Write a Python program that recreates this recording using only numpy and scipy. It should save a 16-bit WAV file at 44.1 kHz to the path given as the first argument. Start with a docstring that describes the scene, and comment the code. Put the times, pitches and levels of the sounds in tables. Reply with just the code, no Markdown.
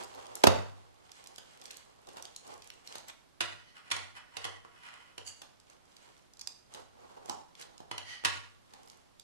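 """Small bare room, wooden table, a camera with two microphones close by: a taped cardboard box is opened.
The box lands with a double thump, flaps knock, hands rub the card, loose tape crinkles; scissors knock, slide and snip.
Blows are bursts of micro-impacts through the modes of the struck body; rubbing and sliding are dense uneven slips.
The direct sound carries echoes from both sides of the room over faint still air.
The two microphone channels oppose each other in the bass."""
import sys
import numpy as np
from scipy import signal
from scipy.fft import rfft, irfft, next_fast_len
from scipy.io import wavfile
from scipy.ndimage import uniform_filter1d

SR = 44100
rng = np.random.default_rng(int(sys.argv[2]) if len(sys.argv) > 2 else 0)


def to_wav(s):
    """Save 16-bit WAV."""
    ch = np.atleast_2d(s).T  # columns
    pcm = np.round(np.clip(ch, -1, 1) * 32767)  # PCM
    wavfile.write(sys.argv[1], SR, pcm.astype(np.int16))


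N = 407043
TIME = np.arange(N) / SR  # t/s
SHORT = 4096  # samples in one blow
LEAD_S = .008  # time kept ahead of each blow
TOP_HZ = 13300  # band limit of the camera

# still air: columns [f/Hz, level/dB]
AIR_COLOUR = [(24, 6), (40, 1.5), (1100, -11), (1780, -16.5), (4400, -19.5), (12000, -28.5), (15600, -61.5),
              (22000, -120)]
# room decay: columns [f/Hz, time to fall 60 dB/s]
ROOM_T60 = [(90, 0.67), (210, 0.39), (560, 0.41), (1470, 0.48), (3880, 0.42), (10200, 0.39)]
# colour of the echoes: columns [f/Hz, level/dB]
ROOM_COLOUR = [(100, -3), (220, -0.5), (500, 3.5), (1200, 1.5), (3500, -0.5), (7000, -1.5), (13000, -8)]
# left-right likeness of close sound, then of echoes and air: columns [f/Hz, likeness from -1 to 1]
NEAR_LIKENESS = [(150, -0.95), (450, -0.8), (1300, -0.64), (3000, -0.21), (6000, -0.088), (12000, -0.1)]
DIFFUSE_LIKENESS = [(150, -0.6), (450, -0.64), (1400, 0.0028)]
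# left microphone over right: columns [f/Hz, level/dB]
LEFT_LEAD = [(100, -3), (300, -4), (2000, -2), (5000, -4.5), (12000, -2.5)]

# hands moving on the box: columns [middle t/s, half length/s, card rubbing level/dB, tape and sleeve level/dB]
MOVES = [(.004, 0.022, -45.5, -50.5), (0.198, 0.01, -49.5, -90), (0.242, 0.32, -51.5, -62),
         (1.193, 0.1, -62, -62), (1.67, 0.14, -58.5, -61), (2.175, 0.1, -59, -72),
         (2.505, 0.034, -51.5, -60), (2.606, 0.26, -66, -66), (2.933, 0.042, -53, -54.5),
         (3.093, 0.009, -52.5, -49.5), (5.712, 0.03, -60, -67), (6.037, 0.11, -64.5, -65),
         (6.768, 0.033, -51, -61.5), (7.107, 0.11, -55.5, -72), (7.304, 0.035, -50.5, -59.5),
         (7.612, 0.023, -58, -51.5), (7.738, 0.14, -62, -99), (8.84, 0.11, -62, -66.5)]
MOVE_FLATNESS = 1.75  # 2 is a bell; more holds the pressure longer
# a flap edge scraping along the box: columns [middle t/s, half length/s, level/dB]
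EDGE_SCRAPES = [(2.186, 0.014, -51), (2.234, 0.0076, -57)]
# loose tape buckling with a distinct snap: columns [t/s, level/dB, centre f/Hz]
CRINKLES = [(0.267, -55.5, 4500), (0.354, -40.5, 6900), (1.1168, -52.5, 5200), (1.272, -51, 5660),
            (1.3599, -53, 5050), (1.6144, -54, 5560), (1.639, -62, 7400), (1.6556, -49.5, 3800),
            (1.706, -49, 2800), (1.7094, -48.5, 5160), (1.7688, -50.5, 6800), (2.0703, -59, 5000),
            (2.1698, -59, 4270), (2.224, -47.5, 6100), (2.2529, -48, 4180), (2.3622, -44, 5200),
            (2.539, -57, 5530), (2.621, -55, 3830), (2.673, -56, 6500), (2.7019, -48.5, 2620),
            (2.8737, -47.5, 4530), (2.982, -50, 5200), (5.5995, -62.5, 5000), (5.699, -61, 5030),
            (5.9662, -57.5, 4230), (6.7382, -51, 5000), (7.258, -54.5, 5760), (7.2956, -40, 4810),
            (7.552, -56.5, 3300), (7.621, -53, 4580), (7.779, -56, 4420), (8.875, -61.5, 4140),
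            (8.899, -55, 5000), (9.1966, -53, 5100)]
# lesser snaps come by chance, at a level relative to the rustle
TICKS_PER_S, TICK_DB, TICK_SPREAD_DB = 34, -1.5, 5.5
TICK_HZ, TICK_SPREAD_OCTAVES = 4200, 0.93

# scissors sliding over the table: columns [middle t/s, half length/s, level/dB]
SLIDES = [(3.775, 0.018, -51), (3.87, 0.015, -56.5), (4.17, 0.014, -51.5), (4.355, 0.028, -56.5),
          (4.428, 0.0098, -45.5), (4.88, 0.032, -58), (4.93, 0.17, -60.5)]
# steel scraping as the scissors are lifted: columns [middle t/s, half length/s, level/dB]
LIFTS = [(5.28, 0.013, -43)]
# steel scraping as they are shifted or pushed aside: columns [middle t/s, half length/s, level/dB]
PUSHES = [(3.62, 0.12, -66), (8.119, 0.042, -46)]
# a faint tone after the last knock: columns [middle t/s, half length/s, level/dB]
LINGERING = [(8.48, 0.052, -56)]
# scissors knocking on the table: columns [t/s, body level/dB, crack level/dB]
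KNOCKS = [(3.4055, -37, -28.5), (3.4115, -37.5, -35.5), (3.9019, -52, -48), (3.9118, -41.5, -33.5),
          (3.9155, -46, -29), (3.9635, -43.5, -40.5), (4.3671, -44, -39), (4.4422, -55, -38.5),
          (4.4495, -39.5, -38.5), (4.4645, -51, -57), (4.6472, -51, -62.5), (5.1785, -47.5, -44.5),
          (7.9118, -39.5, -39.5), (7.9781, -47, -38.5), (8.2362, -44.5, -53), (8.2477, -43.5, -25),
          (8.2542, -35.5, -27.5)]
# blades biting through tape: columns [t/s, crack level/dB]
SNIPS = [(6.3356, -59.5), (6.3705, -62), (6.3938, -52), (6.4, -60), (6.4114, -46.5), (6.415, -47),
         (6.4731, -37.5)]
SNIP_BODY_DB = -15  # body relative to crack
# flaps folding and knocking: columns [t/s, body level/dB, crack level/dB]
FLAPS = [(1.3803, -54, -47.5), (2.0863, -51, -53.5), (2.1673, -48.5, -53), (2.9532, -49, -44.5),
         (5.4165, -52.5, -49), (6.7453, -52, -48.5), (7.2866, -46, -55), (7.2955, -35.5, -49),
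         (7.8013, -48.5, -60.5), (8.7354, -53.5, -56.5)]
# the box lands and bounces once: columns [t/s, body level/dB, crack level/dB, lowest f of the thud/Hz]
SLAMS = [(0.4363, -12.5, -20, 239), (0.4686, -15, -18.5, 50.3)]
THUD_LAG_S = .0012  # the edge cracks first, then the whole bottom of the box lands
# time from first touch to the hardest moment of a contact, in seconds
SLAM_CONTACT_S, FLAP_CONTACT_S, KNOCK_CONTACT_S, SNIP_CONTACT_S = .0027, .0026, .0025, .0008

# resonances of box, flaps, flap edge, table top, table body, lifted steel, pushed scissors and blades:
# columns [f/Hz, width/Hz, level/dB]
BOX_MODES = [(91.7, 20.3, 5), (215, 90, -4), (374, 24, 0.5), (435, 21, 3), (538, 22, 2.5), (880, 220, -9),
             (1390, 400, -8), (2700, 900, -15)]
FLAP_MODES = [(315, 26, -2.5), (560, 8.2, -2.5), (755, 190, -1.5), (1210, 22, -9)]
EDGE_MODES = [(895, 250, 1), (1300, 260, 5), (3650, 900, -10.5), (6500, 620, -15.5)]
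TABLE_TOP_MODES = [(956, 60, 6.7), (1106, 52, 5.2), (1425, 23, 8.3), (1958, 64, 6.9), (2125, 31, 2.3),
                   (2590, 76, 4.2), (3000, 320, 6.9)]
TABLE_BOOM_MODES = [(330, 20, 4.5), (463, 28, 5.5), (587, 20, 4.5), (755, 62, 4.5)]
LIFT_MODES = [(2930, 160, -7.5), (4600, 160, -3.5), (6640, 300, -3), (10100, 510, -13.5)]
PUSH_MODES = [(1947, 47, 3), (3030, 85, -4.5), (4500, 180, -11.5), (5950, 200, -15)]
BLADE_MODES = [(4750, 900, 1.5), (5360, 1000, -1), (7100, 900, -21)]
# broad colours of card, wood, steel, rubbed card, rustling tape, and the tilt of a slide:
# columns [f/Hz, level/dB]
CARD_COLOUR = [(30, -41.5), (70, -10.5), (150, -5.5), (400, -7), (700, -4.5), (1400, -16), (2100, -26),
               (3000, -15.5), (6000, -21), (9000, -27), (13000, -32)]
WOOD_COLOUR = [(30, -50), (100, 9.5), (200, -7.5), (500, -6.5), (1200, 1), (3000, 2.5), (5000, -1.5),
               (8000, -8.5), (10500, -8), (13000, -31.5)]
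STEEL_COLOUR = [(100, -41), (700, -14.5), (2000, -16), (4500, -28), (7000, -6.5), (13000, -32)]
RUB_COLOUR = [(40, -30), (100, -4), (180, -10.5), (350, 0), (800, -1), (1300, -8.5), (1900, -25.5),
              (5000, -24), (13000, -47)]
RUSTLE_COLOUR = [(400, -18.5), (1200, -1), (3000, 1.5), (5500, -6), (8000, -5.5), (13000, -23)]
SLIDE_TILT = [(80, -18), (500, -5.5), (900, 2.5), (2000, 3), (3200, -2.5), (5000, -3.5), (10000, -1)]


def amp(db):
    """Decibels to gain."""
    return 10 ** (np.asarray(db) / 20)


def unit(x):
    """x at rms 1."""
    return x / np.sqrt(np.mean(x ** 2) + 1e-20)


def along(points, hz):
    """(f/Hz, value) points read on a log frequency axis."""
    f, value = np.transpose(points)
    return np.interp(np.log(hz + 1), np.log(f + 1), value)


def wobble(rate):
    """A random curve of straight pieces, rate knots a second."""
    knots = rng.standard_normal(int(N * rate / SR) + 2)
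    return np.interp(TIME * rate, np.arange(len(knots)), knots)


def filtered(x, response):
    """x through a response given as a function of f/Hz."""
    size = next_fast_len(x.shape[-1] + SHORT, True)
    spectrum = rfft(x, size) * response(np.fft.rfftfreq(size, 1 / SR))
    return irfft(spectrum, size)[..., :x.shape[-1]]


def body(hz, colour, modes, broad_db=0):
    """Gain of a body: resonances standing on a broad colour, summed as power."""
    power = amp(along(colour, hz) + broad_db) ** 2
    for centre, width, db in modes:
        damping = (hz * width) ** 2
        power = power + amp(db) ** 2 * damping / ((centre ** 2 - hz ** 2) ** 2 + damping)
    return np.sqrt(power)


def causal(gain):
    """The minimum-phase response with this gain, which rings only after the blow."""
    cepstrum = irfft(np.log(np.maximum(gain, 1e-6)))
    half = len(cepstrum) // 2
    return np.exp(rfft(np.r_[cepstrum[0], 2 * cepstrum[1:half], np.zeros(half)]))


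def stereo(pair, likeness, gain=lambda hz: 1):
    """Two unrelated signals, coloured by a gain and mixed into left and right of the given likeness."""
    def mid_side(hz):
        turn = np.arccos(np.clip(along(likeness, hz), -.99, .99)) / 2
        return gain(hz) * np.array([np.cos(turn), np.sin(turn)])
    mid, side = filtered(pair, mid_side)
    return np.array([mid + side, mid - side])


def add(track, s, sound):
    """Mix a sound into the track at time s."""
    part = track[:, max(round(s * SR), 0):][:, :sound.shape[1]]
    part += sound[:, :part.shape[1]]


def swells(rows, flatness=2):
    """Gain of strokes that swell, hold and fade."""
    t = TIME[::64]  # coarse steps suffice for so slow a curve
    gain = sum(amp(db) * np.exp(-np.abs((t - s) / half) ** flatness / 2) for s, half, db in rows)
    return np.interp(TIME, t, gain)


def friction(response, grain_db, grain_rate, drift_db=2.7, ripple_db=3.5, ripple_hz=110):
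    """Dense slips of uneven strength through a body, at rms 1; its many lesser modes ripple the colour."""
    strength_db = grain_db * wobble(grain_rate) + drift_db * wobble(35)
    slips = rng.standard_normal((2, N)) * amp(strength_db)
    grid = np.fft.rfftfreq(SHORT, 1 / SR)
    ripple = np.interp(grid / ripple_hz, np.arange(SHORT), rng.standard_normal(SHORT))
    gain = response(grid) * amp(ripple_db * ripple * grid / (grid + 700))  # ripple grows with frequency
    return unit(stereo(slips, NEAR_LIKENESS, lambda hz: np.interp(hz, grid, gain)))


def wavering(x, depth=.009, rate=28):
    """The pitch of a scrape wanders as the grip and pressure change."""
    warped = TIME + np.cumsum(depth * wobble(rate)) / SR
    return np.array([np.interp(warped % TIME[-1], TIME, channel) for channel in x])


def evened(burst, share=0.23):
    """The burst with chance spectral peaks and hollows partly levelled, so the struck body gives the colour."""
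    spectrum = rfft(burst)
    power = np.abs(uniform_filter1d(np.abs(spectrum) ** 2, size=24, axis=-1)) + 1e-12
    return irfft(spectrum / power ** (share / 2))


def contact(length, grit, impact_db, swell=1.28, give_db=-20, give_s=0.0013, crush_db=-21,
            crush_s=0.0087, mirror=0.81, mirror_s=0.0008914, mirror_hz=2500):
    """Spectrum of a contact: micro-impacts swell around a clean impact and settle; a near surface mirrors treble."""
    t = np.arange(SHORT) / SR - LEAD_S
    u = np.maximum(t, 0) / max(length, 1e-4)
    give = amp(give_db) * np.exp(-np.abs(t) / give_s)
    settle = amp(crush_db) * (1 - np.exp(-u)) * np.exp(-np.abs(t) / crush_s)
    envelope = give + (u * np.exp(1 - u)) ** swell + settle
    unevenness = np.exp(grit * rng.standard_normal(SHORT))
    burst = rng.standard_normal((2, SHORT)) * unevenness * envelope
    impact = signal.hilbert(np.sinc((t - length) * SR))
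    clean = unit(np.array([impact.real, impact.imag]))  # a quarter turn apart in phase
    force = unit(evened(burst)) + amp(impact_db) * clean
    lag = mirror_s * (.5 + rng.random())
    hz = np.fft.rfftfreq(SHORT, 1 / SR)
    echo = mirror * hz ** 2 / (hz ** 2 + mirror_hz ** 2) * np.exp(-2j * np.pi * hz * lag)
    return rfft(stereo(force, NEAR_LIKENESS)) * (1 + echo)


def at_level(spectrum, db):
    """The short sound with this spectrum, at rms level db over the 13 ms after the blow."""
    x = irfft(spectrum)
    after = x[:, round(LEAD_S * SR):][:, :570]
    return x * amp(db) / np.sqrt(np.mean(after ** 2) + 1e-20)


def blows(rows, length, colour, modes, split_hz, grit, body_lag=0, mode_scatter=.008):
    """Each contact pushes a body's low modes and cracks its high ones; every spot and grip shifts the modes."""
    out, hz = np.zeros((2, N)), np.fft.rfftfreq(SHORT, 1 / SR)
    high = (hz / split_hz) ** 6
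    for s, body_db, crack_db in rows:
        spot = []
        for centre, width, db in modes:
            shifted = centre * np.exp(mode_scatter * rng.standard_normal())
            spot.append((shifted, width, db + 2 * rng.standard_normal()))
        low_gain = body(hz, colour, spot) / np.sqrt(1 + high)
        high_gain = low_gain * np.sqrt(high)
        push = contact(length, grit, impact_db=2.5)
        crack = contact(length, grit, impact_db=-13.5)
        add(out, s + body_lag - LEAD_S, at_level(push * causal(low_gain), body_db))
        add(out, s - LEAD_S, at_level(crack * causal(high_gain), crack_db))
    return out


def still_air():
    """Steady coloured noise, spread between the microphones, at rms 1."""
    noise = rng.standard_normal((2, N))
    return unit(stereo(noise, DIFFUSE_LIKENESS, lambda hz: amp(along(AIR_COLOUR, hz))))


def room(x, delay=0.0014, build=0.003, boom_hz=95, boom_db=-36, boom_t60=0.67, clump_db=1.5):
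    """Each side meets its own walls, whose echoes decay in clumps; one low standing wave lingers longest."""
    hz, t, z = signal.stft(rng.standard_normal((2, 2, SR)), SR, nperseg=512)
    fall = np.log(1000)  # 60 dB
    decay = np.exp(-fall * t / along(ROOM_T60, hz)[:, None])
    colour = amp(along(ROOM_COLOUR, hz)[:, None])
    tails = signal.istft(z * colour * decay, SR, nperseg=512)[1]
    age = np.arange(tails.shape[-1]) / SR
    onset = 1 - np.exp(-np.maximum(age - delay, 0) / build)
    tails = np.array([stereo(tail, DIFFUSE_LIKENESS) for tail in tails]) * onset
    tails = tails * amp(clump_db * wobble(170)[:len(age)])
    tails = tails / np.linalg.norm(tails[:, 0])
    boom = amp(boom_db) * np.sin(2 * np.pi * boom_hz * age) * np.exp(-fall * age / boom_t60) / 2
    tails[0] += np.array([boom, -.6 * boom])  # the left send drives it, opposed in the two channels
    return sum(signal.oaconvolve(side[None], tail, axes=1)[:, :N] for side, tail in zip(x, tails))


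def hand_effort():
    """How hard the moving hands rub the card, and how much they stir the tape."""
    rub = swells([(s, half, db) for s, half, db, _ in MOVES], MOVE_FLATNESS)
    rustle = swells([(s, half, db) for s, half, _, db in MOVES], MOVE_FLATNESS)
    return rub, rustle


def hands(rub, rustle):
    """Fingers rub the hollow box and its fibres crackle; a flap edge scrapes; tape and sleeve rustle above it."""
    card = friction(lambda hz: body(hz, RUB_COLOUR, FLAP_MODES, broad_db=4.5), grain_db=3.0, grain_rate=130)
    fibres = friction(lambda hz: body(hz, RUSTLE_COLOUR, EDGE_MODES, broad_db=-12),
                      grain_db=5.5, grain_rate=420)
    tape = friction(lambda hz: amp(along(RUSTLE_COLOUR, hz)), grain_db=3.0, grain_rate=1700)
    rubbing = rub * (card + amp(-9) * fibres)
    return rubbing + swells(EDGE_SCRAPES) * fibres + rustle * tape


def crinkles(rustle, length=0.0009, octaves=0.64, skirt_db=-21):
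    """Patches of tape buckle, each at its own pitch: distinct snaps, and chance ones that follow the rustle."""
    out, hz = np.zeros((2, N)), np.fft.rfftfreq(SHORT, 1 / SR)
    ticks = []
    for when, size, pitch in rng.random((int(TICKS_PER_S * N / SR), 3)):
        rustle_db = 20 * np.log10(rustle[int(when * N)] + 1e-9)
        db = rustle_db + TICK_DB + TICK_SPREAD_DB * (2 * size - 1)
        centre_hz = TICK_HZ * 2 ** (TICK_SPREAD_OCTAVES * (2 * pitch - 1))
        ticks.append((when * N / SR, db, centre_hz))
    for s, db, centre_hz in list(CRINKLES) + ticks:
        bell = np.exp(-(np.log2((hz + 1) / centre_hz) / octaves) ** 2 / 2)
        patch = bell + amp(skirt_db) * hz / (hz + 300)
        add(out, s - LEAD_S, at_level(contact(length, grit=0.82, impact_db=-8) * causal(patch), db))
    return out


def scrapes():
    """Slips sound the table top, the lifted steel and the pushed scissors; a faint tone follows the last knock."""
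    def table_gain(hz):
        table_modes = TABLE_TOP_MODES + TABLE_BOOM_MODES
        return body(hz, WOOD_COLOUR, table_modes, broad_db=-3.0) * amp(along(SLIDE_TILT, hz))
    table = friction(table_gain, grain_db=4, grain_rate=340)
    lift = friction(lambda hz: body(hz, STEEL_COLOUR, LIFT_MODES, broad_db=-1.5), grain_db=4.0, grain_rate=600)
    push = friction(lambda hz: body(hz, WOOD_COLOUR, PUSH_MODES, broad_db=-20.0), grain_db=0.5, grain_rate=180)
    tone = friction(lambda hz: body(hz, WOOD_COLOUR, [(1148, 34, 0)], broad_db=-18.0),
                    grain_db=11.5, grain_rate=280)
    sliding = swells(SLIDES) * wavering(table)
    pushing = swells(PUSHES) * wavering(push)
    return sliding + swells(LIFTS) * lift + pushing + swells(LINGERING) * tone


def scissor_knocks():
    """The scissors hit the table, often one half just after the other, and ring its modes."""
    table_modes = TABLE_TOP_MODES + TABLE_BOOM_MODES
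    return blows(KNOCKS, KNOCK_CONTACT_S, WOOD_COLOUR, table_modes, split_hz=1170, grit=0.66)


def scissor_snips():
    """The closing blades break through the tape in short bites that ring the steel."""
    rows = [(s, db + SNIP_BODY_DB, db) for s, db in SNIPS]
    return blows(rows, SNIP_CONTACT_S, STEEL_COLOUR, BLADE_MODES, split_hz=1270, grit=0.4)


def flap_knocks():
    """Flaps give at their folds and knock against the box."""
    return blows(FLAPS, FLAP_CONTACT_S, CARD_COLOUR, FLAP_MODES, split_hz=1560, grit=0.74)


def box_slams():
    """The box cracks on its edge and thuds onto its bottom; the flatter it lands, the deeper the thud."""
    out = np.zeros((2, N))
    for s, body_db, crack_db, lowest_hz in SLAMS:
        slam = blows([(s, body_db, crack_db)], SLAM_CONTACT_S, CARD_COLOUR, BOX_MODES,
                     split_hz=880, grit=0.36, body_lag=THUD_LAG_S)
        out += signal.sosfilt(signal.butter(2, lowest_hz, "high", fs=SR, output="sos"), slam)
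    return out


def scene():
    """Box, tape and scissors in the room, over still air; the right channel hears more."""
    rub, rustle = hand_effort()
    rubbing, tape = hands(rub, rustle), crinkles(rustle)
    scraping, knocks, snips = scrapes(), scissor_knocks(), scissor_snips()
    flaps, slams = flap_knocks(), box_slams()
    near = rubbing + tape + scraping + knocks + snips + flaps + slams
    # each source reaches the walls at its own level
    send = amp(-10.5) * rubbing + amp(-7.5) * tape + amp(-4) * scraping
    send = send + amp(-5.5) * knocks + amp(-9.0) * snips
    send = send + amp(-5.5) * flaps + amp(-11) * slams
    mix = near + amp(-0.1) * room(send) + amp(-63) * still_air()
    halves = np.array([[1], [-1]]) / 2  # half the lead to the left, half against the right
    return filtered(mix, lambda hz: amp(along(LEFT_LEAD, hz) * halves))


def record(dry, bass_hz=60):
    """The camera thins the deep bass, rounds the highest peaks and cuts steeply above its band limit."""
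    x = filtered(dry, lambda hz: 1j * hz / (1j * hz + bass_hz))
    x = x / (1 + np.abs(x / .85) ** 6) ** (1 / 6)
    return filtered(x, lambda hz: 1 / np.sqrt(1 + (hz / TOP_HZ) ** 80))


dry = scene()
out = record(dry)
to_wav(out)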